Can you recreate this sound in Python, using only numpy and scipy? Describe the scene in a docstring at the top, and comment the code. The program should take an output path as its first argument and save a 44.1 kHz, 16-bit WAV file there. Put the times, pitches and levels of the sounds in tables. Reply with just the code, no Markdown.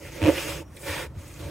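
"""A rhinoceros rubs its horn to and fro on a log, close by.
A light drag catches in a short stick-slip judder and runs on as a hard scrape; a return scrape
and another light drag follow. Each slip excites the hollow log's modes, the wood fibres rasp and
hiss, splinters snap, and the heavy log rumbles under the load. Behind it are faint outdoor air
and one thin, far whistle."""
import sys
import numpy as np
from scipy import signal
from scipy.fft import rfft, irfft, next_fast_len
from scipy.io import wavfile
from scipy.ndimage import uniform_filter1d, map_coordinates

SR = 44100
rng = np.random.default_rng(int(sys.argv[2]) if len(sys.argv) > 2 else 0)


def file_out(sig):
    """Save sig as 16-bit WAV at sys.argv[1]."""
    # one column per channel
    cols = np.atleast_2d(sig).T
    # limit, then scale
    lim = np.clip(cols, -1, 1)
    pcm = np.round(lim * 32767).astype(np.int16)
    wavfile.write(sys.argv[1], SR, pcm)


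N = 66150

# Modes of the hollow log: pitch_hz, width_hz, gain_db
LOG_MODES = [(314.3, 31.7, 3.5), (363.4, 34, -3), (434.4, 21.3, -3.5), (499, 17, -1), (561.4, 28.8, 1),
             (768, 110, -21), (891, 23.3, -7.5)]
# Low modes of the log on its bed: pitch_hz, width_hz, gain_db
BED_MODES = [(84.3, 26.6, 5.5), (130, 43, -0.5)]
# Spectrum of the fibres in the hard scrape: frequency_hz, gain_db
PUSH_SPECTRUM = [(590, 11.5), (1000, -5.5), (1200, -1), (1320, -3), (1490, -1), (2130, -2), (2590, 1.5),
                 (4390, -10), (5150, -5.5), (5980, -10), (7270, -8), (8640, -11), (10100, -12),
                 (15500, -16)]
RASP_LOW_HZ, HISS_LOW_HZ = 895, 4450


def amp(db):
    """Decibels to amplitude ratio."""
    return 10 ** (np.asarray(db) / 20)


def unit(x):
    """Normalisation to rms 1."""
    return x / np.sqrt(np.mean(x ** 2) + 1e-20)


def steady(x, size):
    """Normalisation to rms 1 over a sliding window of size samples."""
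    power = uniform_filter1d(np.mean(x ** 2, axis=0), size)
    return x / np.sqrt(np.abs(power) + 1e-12)


def along(points, hz):
    """Interpolation of (frequency_hz, value) points on a logarithmic axis."""
    f, values = np.transpose(points)
    return np.interp(np.log(hz + 1), np.log(f + 1), values)


def clock():
    """Time of each sample in seconds."""
    return np.arange(N) / SR


def curves(rows):
    """Linear interpolation in time of each column after the first."""
    time_s, *columns = np.transpose(rows)
    return [np.interp(clock(), time_s, column) for column in columns]


def wobble(per_s):
    """Smooth random modulation: a spline through per_s knots a second."""
    return map_coordinates(rng.standard_normal(N), [clock() * per_s + 2])


def filtered(x, response):
    """Linear filtering: the spectrum of x times a frequency response."""
    size = next_fast_len(N + 8192, real=True)
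    return irfft(rfft(x, size) * response(np.fft.rfftfreq(size, 1 / SR)), size)[..., :N]


def above(f, edge_hz, order=6):
    """Magnitude response of a steep high-pass."""
    ratio = (f / edge_hz) ** order
    return ratio / np.sqrt(1 + ratio * ratio)


def ring(x, modes, damping=1):
    """Modal superposition: x drives damped resonators of alternating sign."""
    def response(f):
        total = 0
        for k, (hz, width_hz, db) in enumerate(modes):
            loss = 1j * f * width_hz * damping
            total += (-1) ** k * amp(db) * loss / (hz * hz - f * f + loss)
        return total
    return filtered(x, response)


def spread(pair):
    """Partial coherence: two independent signals become left and right, most alike in the bass."""
    # Likeness of left and right: frequency_hz, correlation
    coherence = [(60, 1), (110, 1), (200, 1), (380, 0.95), (700, 0.56), (1290, 0.99), (2380, 1),
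                 (4400, 0.12), (6500, 1), (9000, 0.68), (15000, 0.71)]
    angle = lambda f: np.arccos(np.clip(along(coherence, f), -1, 1)) / 2
    mid, side = filtered(pair, lambda f: np.array([np.cos(angle(f)), np.sin(angle(f))]))
    return np.array([mid + side, mid - side])


def fibres(slips_per_s=5000, scatter_db=2.5, slip_share=0.45):
    """Shot noise: countless tiny slips of wood fibres over a smooth rub."""
    hits = rng.random((2, N)) < slips_per_s / SR
    slips = hits * rng.choice([-1, 1], (2, N)) * amp(scatter_db * rng.standard_normal((2, N)))
    rub = rng.standard_normal((2, N))
    return spread(np.sqrt(slip_share) * unit(slips) + np.sqrt(1 - slip_share) * rub)


def bright_spots(x, depth_db=1.73):
    """Spectral modulation: bright spots come and go as the contact moves over the grain."""
    spectra = signal.stft(x, nperseg=512)[2]
    patches = uniform_filter1d(rng.standard_normal(spectra.shape[1:]), size=7, axis=0)
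    patches = uniform_filter1d(patches, size=5, axis=1)
    return signal.istft(spectra * amp(depth_db * unit(patches)), nperseg=512)[1][:, :N]


def upper_modes(x, depth_db=1.5, spacing_hz=44.9):
    """Modal overlap: the crowded upper modes of horn and log ripple the spectrum."""
    knots = rng.standard_normal(SR)
    return filtered(x, lambda f: amp(depth_db * map_coordinates(knots, [f / spacing_hz])))


def scrapes():
    """Sliding friction rings the log, rasps and hisses; each stroke meets the grain differently."""
    # Envelopes of the four strokes: time_s, ring_db, rasp_db, hiss_db
    lead_in = [(0.0, -53.5, -62, -55), (0.018, -46.5, -52, -54), (0.068, -46.5, -45, -49.5),
               (0.112, -50, -50, -54.5), (0.158, -44, -45, -47.5), (0.205, -38.5, -44.5, -51)]
    push = [(0.325, -30, -37.5, -42), (0.365, -39.5, -33, -40), (0.381, -29, -33, -38.5),
            (0.409, -44.5, -33.5, -37.5), (0.473, -36.5, -38.5, -40.5), (0.485, -33.5, -33.5, -38),
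            (0.541, -41.5, -38.5, -42), (0.599, -41, -44.5, -48), (0.627, -41, -57, -57),
            (0.641, -63, -64, -69), (0.66, -73, -72, -77)]
    pull = [(0.69, -81, -66.5, -70), (0.758, -55, -57, -56.5), (0.768, -52, -56, -57),
            (0.806, -53, -55, -50), (0.884, -33.5, -33, -40.5), (0.93, -40, -32.5, -40.5),
            (1.028, -39, -36.5, -43.5), (1.066, -46, -46.5, -55), (1.086, -63, -62, -72),
            (1.1, -78, -66, -78)]
    drag = [(1.13, -65, -70, -75), (1.15, -60, -62.5, -69), (1.194, -52.5, -55, -55.5),
            (1.302, -53, -54, -54), (1.314, -57.5, -53, -53.5), (1.388, -50.5, -52, -54),
            (1.402, -43.5, -47.5, -50.5), (1.5, -40.5, -49, -53.5)]
    # Spectra of the rubbed fibres: frequency_hz, gain_db
    lead_in_spectrum = [(590, -43), (1000, -18), (1290, -7.5), (1660, -7.5), (2010, -0.5), (3410, -9),
                        (3740, -11), (5460, -10.5), (8440, -16), (15500, -20)]
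    pull_spectrum = [(590, 4), (1000, -4.5), (1240, -12), (1460, -4), (1580, -9), (1820, -0.5), (1970, -7),
                     (2360, -3.5), (2740, -9.5), (3260, -9.5), (4440, -13.5), (4700, -8.5), (6790, -9),
                     (7610, -7.5), (9470, -8), (11800, -12), (15500, -14)]
    drag_spectrum = [(590, -16), (1000, -3), (1430, -4.5), (2160, -3), (2620, -2.5), (2840, -6),
                     (3010, -6.5), (4920, -5.5), (6410, -3), (15500, -10.5)]
    # Coupling of each stroke's contact point to the log's lowest mode: gain_db
    coupling_db = [-3, -3, -6.5, 3]
    strokes = [lead_in, push, pull, drag]
    ring_db, rasp_db, hiss_db = curves(np.vstack(strokes))
    drive = fibres()
    coarse = upper_modes(bright_spots(fibres()))
    fine = upper_modes(bright_spots(fibres()))
    below_hiss = lambda f: np.sqrt(np.abs(1 - above(f, HISS_LOW_HZ) ** 2))
    coarse = filtered(coarse, lambda f: above(f, RASP_LOW_HZ) * below_hiss(f))
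    fine = filtered(fine, lambda f: above(f, HISS_LOW_HZ))
    out = np.zeros((2, N))
    for k, spectrum in enumerate([lead_in_spectrum, PUSH_SPECTRUM, pull_spectrum, drag_spectrum]):
        active, = curves([(row[0], j == k) for j, stroke in enumerate(strokes) for row in stroke])
        modes = [(hz, width, db + coupling_db[k] * (j == 0))
                 for j, (hz, width, db) in enumerate(LOG_MODES)]
        body = amp(ring_db + 0.5) * steady(ring(drive, modes), size=1500)
        rasp, hiss = filtered(np.array([coarse, fine]), lambda f: amp(along(spectrum, f)))
        rasp = amp(rasp_db - 0.5) * steady(rasp, size=2000)
        hiss = amp(hiss_db + 0.5) * steady(hiss, size=2000)
        out += np.sqrt(active) * (body + rasp + hiss)  # equal-power crossfade
    return out * amp(-0.02 * wobble(per_s=180))


def rumble(lurch_db=1.5):
    """Forced vibration: the log shudders on its bed under a lurching load, and rocks three times."""
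    # Envelope of the shudder: time_s, level_db
    envelope = [(0, -55), (.05, -41), (.18, -45.5), (.3, -32.5), (.4, -44.5), (.49, -37.5), (.61, -41.5),
                (.77, -48), (.85, -45.5), (.92, -45), (.97, -41), (1.14, -41), (1.25, -43), (1.37, -45.5),
                (1.45, -36.5), (1.5, -41.5)]
    # Spectrum of the shudder: frequency_hz, gain_db
    spectrum = [(20, -44), (35, -2), (50, -4.5), (80, 2), (110, -3.5), (145, -3.5), (190, -18), (300, -23),
                (700, -30), (2000, -84)]
    # Bumps of the rocking log: start_s, peak_db
    rocks = [(.893, -30), (1.168, -30.5), (1.452, -29)]
    level_db, = curves(envelope)
    shudder = filtered(spread(rng.standard_normal((2, N))), lambda f: amp(along(spectrum, f)))
    thump = ring(signal.unit_impulse(N), BED_MODES[:1], damping=1.1)
    thump = ring(thump, BED_MODES[:1], damping=1.1)  # a second pass rounds the attack
    thump /= np.abs(thump).max()
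    bumps = sum(amp(db) * np.pad(thump, (round(start_s * SR), 0))[:N] for start_s, db in rocks)
    return amp(level_db + lurch_db * wobble(per_s=44)) * steady(shudder, size=1500) + bumps


def air(level_db=-52.5):
    """Stationary noise: the faint background of still outdoor air."""
    # Spectrum of the background: frequency_hz, gain_db
    spectrum = [(30, -8.5), (150, -0.5), (300, -3), (500, -12), (1200, -13.5), (2500, -29.5), (3700, -36),
                (4400, -44), (5300, -33), (8000, -35), (15000, -39)]
    noise = spread(rng.standard_normal((2, N)))
    return amp(level_db) * unit(filtered(noise, lambda f: amp(along(spectrum, f))))


def splinters():
    """Narrow-band transients: raised fibres snap or squeak as the horn catches them."""
    # Catches: start_s, length_s, pitch_hz, half_width_hz, level_db
    catches = [(0.048, 0.011, 2130, 700, -48), (0.117, .012, 6400, 894, -50.5),
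               (0.378, 0.0058, 2400, 447, -29.5), (.763, 0.0071, 8900, 2000, -48),
               (0.765, 0.0078, 3330, 398, -49.5), (0.767, 0.011, 2360, 493, -47),
               (0.809, 0.018, 9300, 600, -50), (0.969, 0.017, 1820, 695, -35),
               (1.277, 0.0074, 8400, 1500, -50), (1.338, 0.0064, 6640, 1000, -51)]
    out, grit = np.zeros((2, N)), fibres()
    for start_s, length_s, pitch_hz, half_width_hz, level_db in catches:
        age = np.maximum(clock() - start_s, 0) / length_s
        envelope = 2 * age * np.exp(1 - 2 * age)
        mode = [(pitch_hz, 2 * half_width_hz, 0)]
        out += amp(level_db) * envelope * unit(ring(ring(grit, mode), mode))
    return out


def judder(jitter_s=0.00028, scatter_db=0.5, crack_s=0.00092, roughness=0.62, contact_hz=1540):
    """Stick-slip oscillation: each slip of a quickening train thuds, rings the log and cracks."""
    # Course of the judder: time_s, slips_per_s, thud_db, ring_db, crack_db
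    course = [(.2175, 102, -30, -25.5, -37.5), (.238, 95, -18, -26.5, -30.5),
              (.256, 141.5, -55, -18, -34.5), (.272, 153.4, -19, -17.5, -30.5),
              (.295, 144, -52, -14, -35.5), (.312, 163, -36, -51, -49)]
    # Spectrum of the dry crack: frequency_hz, gain_db
    crack_spectrum = [(590, -41), (1000, -13), (1130, -17), (1510, -8), (1920, 0.5), (2130, -1),
                      (2530, 5.5), (4390, -15.5), (7030, -24), (15500, -44)]
    slips_per_s, thud_db, ring_db, crack_db = curves(course)
    t = clock()
    active = (t >= course[0][0]) & (t < course[-1][0])
    cycles = np.cumsum(slips_per_s * active) / SR
    starts = np.flatnonzero(np.diff(np.ceil(cycles)))
    timing, strength = rng.standard_normal((SR, 2))[:len(starts)].T
    slips = np.zeros(N)
    slips[starts + np.round(jitter_s * SR * timing).astype(int)] = amp(scatter_db * strength)
    age = t[:SR // 20] / crack_s
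    bursts = signal.fftconvolve(slips, age * np.exp(-age))[:N]
    contact = signal.butter(2, contact_hz, fs=SR, output="sos")  # a broad contact softens each slip
    thud = ring(signal.sosfilt(contact, slips) * amp(thud_db), BED_MODES)
    centred = unit(slips) * np.array([[1], [0]])
    rough = roughness * unit(bursts * rng.standard_normal((2, N)))
    force = signal.sosfilt(contact, spread(centred + rough))
    knock = ring(force * amp(ring_db), LOG_MODES, damping=1.6)
    crack = bursts * amp(crack_db) * spread(rng.standard_normal((2, N)))
    crack = filtered(crack, lambda f: amp(along(crack_spectrum, f)) * above(f, RASP_LOW_HZ))
    crackle = bursts * amp(crack_db) * fibres()  # fine fibres tear with each slip
    crackle = filtered(crackle, lambda f: above(f, HISS_LOW_HZ) * amp(along(PUSH_SPECTRUM, f)))
    at_level = lambda x, db: unit(x) * np.sqrt(np.mean(active * amp(db) ** 2))
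    return (at_level(thud, thud_db) + at_level(knock, ring_db)
            + at_level(crack, crack_db) + at_level(crackle, db=-47))


def whistle(waver_hz=25):
    """Frequency modulation: a faint, high, wavering tone, perhaps a distant bird."""
    # Contour of the whistle: time_s, pitch_hz, level_db
    contour = [(.640, 5900, -85), (.656, 5660, -67), (.684, 5630, -67), (.696, 5730, -78),
               (.735, 5800, -70), (.75, 5800, -90)]
    pitch_hz, level_db = curves(contour)
    active = (clock() > contour[0][0]) & (clock() < contour[-1][0])
    phase = 2 * np.pi * np.cumsum(pitch_hz + waver_hz * wobble(per_s=300)) / SR
    return active * amp(level_db) * np.sqrt(2) * np.sin(phase)


def scene():
    """Superposition of all sources; a level difference places the log's ring to the right."""
    # Stereo balance: frequency_hz, left_minus_right_db
    balance = [(60, 2.7), (160, -2.5), (290, -4.5), (450, -6), (580, -4), (740, -5.5), (920, 2.1),
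               (2000, -1), (3200, 0), (4200, -4), (5300, 4), (6500, -0.5), (14000, 0.4)]
    sound = scrapes() + judder() + rumble() + splinters() + whistle() + air()
    return filtered(sound, lambda f: amp(np.array([along(balance, f), -along(balance, f)]) / 2))


def record(dry, low_cut_hz=48, top_hz=15800):
    """Band limiting: the deepest bass rolls off and nothing passes above top_hz."""
    return filtered(dry, lambda f: above(f, low_cut_hz, order=4) * (f < top_hz))


dry = scene()
out = record(dry)
file_out(out)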